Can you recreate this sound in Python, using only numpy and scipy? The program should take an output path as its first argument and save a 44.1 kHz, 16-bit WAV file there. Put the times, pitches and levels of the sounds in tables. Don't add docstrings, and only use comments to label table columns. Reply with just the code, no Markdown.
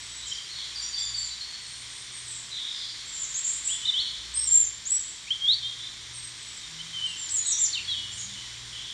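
import sys
import numpy as np
from scipy import signal
from scipy.fft import rfft, irfft, next_fast_len
from scipy.io import wavfile

SR = 44100
rng = np.random.default_rng(int(sys.argv[2]) if len(sys.argv) > 2 else 0)


def output_pcm(signal):
    pcm = np.clip(np.atleast_2d(signal).T, -1, 1) * 32767
    wavfile.write(sys.argv[1], SR, np.round(pcm).astype(np.int16))


N = 393813

# frequency in Hz, relative density in dB.
HISS_COLOUR = [(600, -22), (780, -18), (1050, -10.5), (1350, -12.5), (2100, -4.5), (2750, -9.5),
               (3200, -0.5), (3700, -0.5), (5100, -6.5), (5650, -2.5), (6300, -9), (7250, -5.5),
               (8050, -15.5), (8650, -8.5), (9500, -21.5), (13000, -39.5), (13800, -48), (15500, -46)]
# time in seconds, level between 1 and 2.3 kHz in dB.
HISS_RIDE = [(0.0, -52), (0.1, -53), (0.73, -52), (2.2, -53.5), (3.38, -52), (4.41, -52.5), (4.78, -55),
             (7.84, -52), (8.7, -53.5), (8.8, -53)]
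# frequency in Hz, relative density in dB.
RUMBLE_COLOUR = [(20, -31), (42, 2.5), (75, 0), (140, -0.5), (220, -7), (340, -6), (450, -11.5), (700, -18),
                 (1200, -38)]
# time in seconds, level between 170 and 450 Hz in dB.
RUMBLE_RIDE = [(0.0, -65), (0.07, -64), (1.37, -66.5), (4.29, -63), (5.17, -66), (7.87, -63.5), (8.23, -64),
               (8.8, -62.5)]
# time in seconds, fundamental in dB, octave in dB.
HUM_RIDE = [(0, -63, -62), (1.1, -57.5, -63), (2.3, -78, -62.5), (4.4, -58, -63.5), (5.0, -69, -65),
            (5.85, -65, -58.5), (6.7, -76, -67.5), (8.25, -64.5, -59.5), (8.93, -62, -63.5)]
# time in seconds, fundamental in dB, octave in dB.
MOTOR_RIDE = [(5.9, -72, -85), (6.1, -58, -85), (6.5, -82, -94), (6.72, -72, -56), (7.1, -65, -59.5),
              (7.3, -59, -76), (7.75, -64.5, -75), (7.92, -55, -65.5), (8.35, -56.5, -60), (8.55, -82, -82)]
# start and length in seconds, first and last pitch in Hz, dry level in dB.
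FAR_PEEPS = [ (0.808, 0.11, 7350, 6770, -40.5), (0.984, 0.12, 7370, 6940, -38),
             (1.167, .11, 7600, 7050, -37.5), (0.813, 0.064, 5650, 5740, -43), (.97, .06, 5680, 5700, -45),
             (4.358, 0.093, 5080, 5670, -39.5), (4.92, 0.063, 5350, 6200, -41),
             (7.055, 0.076, 8200, 7660, -48.5), (7.441, 0.088, 6760, 6920, -33.5),
             (7.523, 0.015, 5750, 5860, -27), ]
# start and length in seconds, first and last pitch in Hz,
# dry level in dB.
FAR_CHIRPS = [ (0.338, 0.045, 4780, 4680, -37.5), (0.749, .1, 4720, 4540, -33.5),
              (0.928, 0.098, 4640, 4727, -28), (.95, 0.094, 3560, 3470, -34),
              (1.137, 0.077, 4600, 4600, -27), (1.402, 0.066, 4270, 4370, -37),
              (1.534, 0.026, 4340, 4420, -30), (1.622, 0.16, 4350, 4260, -47),
              (7.68, 0.31, 4410, 4310, -43), (8.355, .085, 3070, 3010, -38), ]
# start and length in seconds,
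# first and last pitch in Hz, dry level in dB.
RASPS_AND_TAILS = [ (0.209, 0.056, 3930, 4020, -39), (0.267, 0.039, 7100, 6850, -38),
                   (0.276, 0.065, 5350, 5750, -40), (.48, .19, 4250, 4230, -38.5),
                   (0.558, .1, 3520, 3380, -38), (1.242, 0.11, 4250, 3930, -40),
                   (1.607, 0.23, 8340, 8680, -46.5), (1.887, 0.14, 8500, 8560, -45.5),
                   (2.115, 0.072, 8490, 8350, -39), (2.254, 0.14, 8230, 7370, -37),
                   (2.51, .09, 4100, 3380, -31), (2.6, .12, 3500, 3800, -32.5),
                   (2.72, 0.15, 3590, 3460, -38.5), (2.685, 0.25, 5110, 4650, -41),
                   (2.739, 0.32, 4055, 4400, -42), (3.105, 0.26, 7420, 7120, -37),
                   (3.426, .14, 7310, 7340, -30), (3.459, 0.084, 7930, 8520, -37),
                   (3.643, 0.062, 7570, 7440, -24), (3.692, 0.025, 8770, 8300, -35),
                   (4.999, .13, 7580, 7500, -37), (7.303, 0.06, 8480, 8560, -36.5),
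                   (7.415, 0.18, 3994, 3575, -35), (7.929, 0.14, 3580, 3360, -40),
                   (8.134, 0.046, 8500, 8480, -43), (8.171, 0.046, 6950, 6670, -35.5),
                   (8.28, .06, 3490, 3460, -41), (8.728, .11, 3040, 3350, -35.5),
                   (8.841, 0.063, 3440, 3150, -32.5), ]
# start in seconds, dry level in dB.
TICKS = [(.267, -42), (.313, -35), (.374, -40)]
# start and length in seconds, first and last pitch in Hz, dry level in dB,
# bend of the glide, loudest point from 0 to 1.
THIN_CALLS = [ (0.0, .32, 8080, 7590, -45, 0.78, 1), (6.13, 0.17, 8850, 8130, -43, 0.46, 0.3),
              (6.278, 0.31, 8200, 7570, -50, 1.5, 1), (6.629, 0.03, 3650, 3720, -41.5, 0.93, .5),
              (7.728, .024, 5350, 3550, -28.5, .45, .5), (7.754, 0.039, 3100, 2370, -31.5, 1.4, 0),
              (8.117, 0.0295, 7380, 7140, -34.5, 2.2, 0.4), ]
# start and length in seconds, first and last pitch in Hz, dry level in dB,
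# bend of the glide, loudest point from 0 to 1, foliage send in dB.
WHISTLES = [ (3.684, 0.054, 2600, 3555, -29, 0.78, 1, -3), (3.805, 0.16, 3060, 2986, -35.5, 0.66, 0.4, -7),
            (3.852, 0.015, 3680, 3630, -22, 1, 0.3, -12), (3.872, .034, 3700, 3440, -18.5, 2, .68, -13),
            (3.931, .08, 3033, 4505, -22.5, 2.4, 0.68, -2.5), (4.003, 0.028, 4320, 4430, -31, .5, .4, -3),
            (3.858, 0.048, 4020, 3670, -27.5, 2.2, .45, -13),
            (5.268, .034, 2080, 2950, -40.5, 0.9, 0.2, -14), (5.304, .032, 2980, 3500, -21, 1, .2, -13),
            (5.407, .075, 3200, 3395, -24, 2.3, 0.7, -14), (5.474, 0.075, 3360, 4570, -17, 1.1, 0.17, -15),
            (5.622, 0.078, 3540, 3730, -32, 0.85, 0, -8), (5.626, 0.12, 3100, 3314, -35, .6, 0.1, -9),
            (5.798, .14, 3340, 3710, -39.5, 0.46, 0, -5.5), (5.806, 0.12, 3820, 4040, -42, 0.54, 0.3, -9),
            (6.786, 0.034, 2940, 3203, -35, 1.24, 0.8, -10),
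            (6.928, 0.08, 3146, 2940, -29.5, 1.97, 0.35, -7),
            (7.007, 0.088, 2967, 3113, -29, 0.597, 0.35, -8),
            (7.061, 0.096, 2965, 2685, -37.5, 0.86, 0, -7.5),
            (7.875, 0.083, 3370, 3010, -28.5, 2.35, 0.1, -3.5),
            (7.89, 0.061, 4000, 3440, -27, 1.7, 0.54, -12), (7.967, 0.22, 3016, 2895, -41, 0.79, 0, -10), ]
# start and length in seconds, crest in Hz, rise in Hz, rise time in
# seconds, sag and fall in Hz, dry level in dB, loudest point from 0 to 1, waver as a share of the pitch.
TWITTER = [ (3.059, 0.13, 7600, 102, .02, 378, 700, -39, 1, 0.0069),
           (3.197, 0.056, 7300, 97, .02, 50, 1550, -31, 0.46, 0.0061),
           (3.342, 0.077, 7590, 1398, .036, 80, 0, -28, 0.25, 0.0079),
           (3.434, 0.042, 7390, -10, .02, 48, 800, -26.5, 0.9, 0.013),
           (3.472, 0.063, 7400, 296, .01, 50, 3, -27.5, 0.1, 0.013),
           (4.339, 0.038, 8630, 850, .018, 100, 0, -29.5, 0.7, 0.0066),
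           (4.369, .093, 8290, 0, .02, 80, 1100, -24, .1, .006),
           (4.47, 0.076, 7330, -7, .02, 0, 2, -24.5, 0.1, 0.008),
           (4.51, .145, 7440, 0, .02, 430, 900, -17, .2, .005),
           (4.853, .031, 7900, 1600, .035, 0, 0, -28, .65, .006),
           (4.901, .117, 7760, 0, .02, 0, 1100, -22.5, .06, .009),
           (7.168, 0.12, 7430, 350, .01, 520, -2, -35, 0.5, 0.0042),
           (7.287, .085, 7800, 3902, .014, 500, 900, -27.5, 0.9, 0.0194),
           (7.367, 0.036, 7100, 303, .01, 148, 0, -23, 0.5, .022),
           (7.455, .076, 7930, 450, .012, 550, 2000, -23.5, .9, .02),
           (7.576, .094, 7660, 2000, .02, 1000, 1950, -21.5, .72, .023), ]


def undb(db):
    return 10 ** (np.asarray(db) / 20)


def ride(rows):
    times, *columns = np.transpose(rows)
    return [np.interp(np.arange(N) / SR, times, column) for column in columns]


def drift(rate_hz, size):
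    place = np.arange(size) * rate_hz / SR
    knots = rng.standard_normal(4096)
    return np.interp(place, np.arange(4096), 1.243 * knots, period=4096)


def noise(colour):
    hz, db = np.transpose(colour)
    size = next_fast_len(N)
    bin_hz = np.maximum(np.arange(size // 2 + 1) * SR / size, 1)
    eq = undb(np.interp(np.log(bin_hz), np.log(hz), db))
    coloured = irfft(rfft(rng.standard_normal(size)) * eq, size)[:N]
    return coloured / coloured.std()


def tones(notes, waver, waver_hz, flutter_db, octave_db=-58, edge_s=.004):
    out = np.zeros(N + SR)
    for note in notes:
        times, hz, db = np.transpose(note)
        first = max(int((times[0] - edge_s / 2) * SR), 0)
        end = max(int((times[-1] + edge_s / 2) * SR), first + 2)
        t = np.arange(first, end) / SR
        pitch = np.interp(t, times, hz) * (1 + waver * drift(waver_hz, len(t)))
        phase = 2 * np.pi * np.cumsum(pitch) / SR
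        ramp = np.clip(np.minimum(t - t[0], t[-1] - t) / edge_s, 0, 1)
        gate = np.sin(np.pi / 2 * ramp) ** 2
        gain = gate * undb(np.interp(t, times, db) + flutter_db * drift(waver_hz / 2, len(t)))
        out[first:end] += np.sqrt(2) * gain * (np.sin(phase) + undb(octave_db) * np.sin(2 * phase))
    return out[:N]


def swell(share, loudest, swell_db, fade_db):
    loudest = np.clip(loudest, .05, .95)
    attack = swell_db * (1 - share / loudest) ** 2
    release = fade_db * ((share - loudest) / (1 - loudest)) ** 2
    return -np.where(share < loudest, attack, release)


def slur(start, length, from_hz, to_hz, db, bend=1, loudest=.25, *, swell_db, fade_db):
    share = np.linspace(0, 1, 60)
    hz = from_hz + (to_hz - from_hz) * share ** bend
    return np.column_stack([start + share * length, hz, db + swell(share, loudest, swell_db, fade_db)])


def trees(dry, direct_db, trunks_db, foliage_db, t60_s, spread_s=.05, count=14):
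    t = np.arange(SR) / SR
    build_up = 1 - np.exp(-t / .015)
    foliage = rng.standard_normal(SR) * undb(-60 * t / t60_s) * build_up
    lateness, strength = rng.random((count, 2)).T
    delays = ((.003 + spread_s * lateness) * SR).astype(int)
    trunks = np.zeros(SR)
    trunks[delays] = (.5 + strength) * np.exp(-lateness) * (-1) ** np.arange(count)
    early = undb(trunks_db) * trunks / np.linalg.norm(trunks)
    tail = undb(foliage_db) * foliage / np.linalg.norm(foliage)
    return undb(direct_db) * dry + signal.fftconvolve(dry, early + tail)[:N]


def outdoor_bed(hiss_over_band_db=11.5, rumble_over_band_db=4.5):
    (hiss_db,), (rumble_db,) = ride(HISS_RIDE), ride(RUMBLE_RIDE)
    hiss = noise(HISS_COLOUR) * undb(hiss_db + hiss_over_band_db + .23 * drift(11, N))
    rumble = noise(RUMBLE_COLOUR) * undb(rumble_db + rumble_over_band_db + .7 * drift(3.1, N))
    return hiss + rumble


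def mains_hum(mains_hz=59.1, wander_db=3.4):
    pitch = mains_hz * (1 + .0059 * drift(6.9, N))
    phase = 2 * np.pi * np.cumsum(pitch) / SR
    return np.sqrt(2) * sum(undb(db + wander_db * drift(4.4, N)) * np.sin(harmonic * phase)
                            for harmonic, db in enumerate(ride(HUM_RIDE), 1))


def far_motor(start_hz=71, climb_hz_per_s=11):
    times, fundamental_db, octave_db = np.transpose(MOTOR_RIDE)
    hz = start_hz + climb_hz_per_s * (times - times[0])
    partials = [np.column_stack([times, hz, fundamental_db]), np.column_stack([times, 2 * hz, octave_db])]
    return tones(partials, waver=.0087, waver_hz=24, flutter_db=2.5, edge_s=.0475)


def far_flock(low_hz=3200, high_hz=4600, max_glide=.099, count=60):
    notes = []
    for when, pitch, slope, length, strength in rng.random((count, 5)):
        start, length_s = when * N / SR, .063 * (.5 + length)
        hz = low_hz + (high_hz - low_hz) * pitch
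        glide = max_glide * (2 * slope - 1)
        db = -53 + 6 * strength
        notes.append([(start, hz * (1 - glide), db), (start + length_s, hz * (1 + glide), db)])
    chorus = tones(notes, waver=.014, waver_hz=298, flutter_db=0)
    return trees(chorus, direct_db=-15, trunks_db=-21, foliage_db=-7, t60_s=.61)


def far_birds():
    peeps = tones([slur(*row, swell_db=2.5, fade_db=3) for row in FAR_PEEPS],
                  waver=.0153, waver_hz=358, flutter_db=4)
    chirps = tones([slur(*row, swell_db=8, fade_db=8) for row in FAR_CHIRPS],
                   waver=.02, waver_hz=305, flutter_db=4)
    rough = tones([slur(*row, swell_db=5, fade_db=2) for row in RASPS_AND_TAILS],
                  waver=.042, waver_hz=452, flutter_db=2.5)
    return (trees(peeps, direct_db=-2, trunks_db=-7, foliage_db=-4.5, t60_s=.52)
            + trees(chirps, direct_db=-5.5, trunks_db=-16, foliage_db=-5.5, t60_s=.89)
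            + trees(rough, direct_db=-7, trunks_db=-7.5, foliage_db=-7, t60_s=.58))


def ticking_bird(hz=3190, length_s=.016):
    notes = [slur(start, length_s, hz, hz, db, swell_db=9, fade_db=6) for start, db in TICKS]
    ticks = tones(notes, waver=.015, waver_hz=244, flutter_db=5.5)
    return trees(ticks, direct_db=-2.5, trunks_db=-22, foliage_db=-6, t60_s=.54)


def thin_calls():
    notes = [slur(*row, swell_db=6, fade_db=4) for row in THIN_CALLS]
    calls = tones(notes, waver=.006, waver_hz=246, flutter_db=4)
    return trees(calls, direct_db=-2.5, trunks_db=-5, foliage_db=-11, t60_s=.77)


def whistling_bird():
    out = np.zeros(N)
    for *row, send_db in WHISTLES:
        note = slur(*row, swell_db=14.5, fade_db=9.5)
        whistle = tones([note], waver=.0053, waver_hz=236, flutter_db=1.2, octave_db=-43)
        out += trees(whistle, direct_db=-2, trunks_db=-9, foliage_db=send_db, t60_s=.87)
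    return out


def syllable(start, length, crest_hz, rise_hz, rise_s, sag_hz, fall_hz, db, loudest, fall_hz_per_s=86000):
    share = np.linspace(0, 1, 80)
    t = share * length
    upstroke = rise_hz * np.maximum(1 - t / rise_s, 0)
    downstroke = np.maximum(fall_hz - fall_hz_per_s * (length - t), 0)
    hz = crest_hz - upstroke - sag_hz * share ** 2 - downstroke
    return np.column_stack([start + t, hz, db + swell(share, loudest, swell_db=8.5, fade_db=12)])


def twittering_bird():
    song = sum(tones([syllable(*row)], waver=waver, waver_hz=255.4, flutter_db=1.5, octave_db=-49.5)
               for *row, waver in TWITTER)
    return trees(song, direct_db=-1.5, trunks_db=-5, foliage_db=-10, t60_s=.49)


def scene():
    backdrop = outdoor_bed() + mains_hum() + far_motor() + far_flock() + far_birds()
    foreground = ticking_bird() + thin_calls() + whistling_bird() + twittering_bird()
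    mono = backdrop + foreground
    return np.array([mono, mono])


def record(dry, top_hz=15500):
    return signal.sosfilt(signal.ellip(10, .1, 80, top_hz, fs=SR, output="sos"), dry)


dry = scene()
out = record(dry)
output_pcm(out)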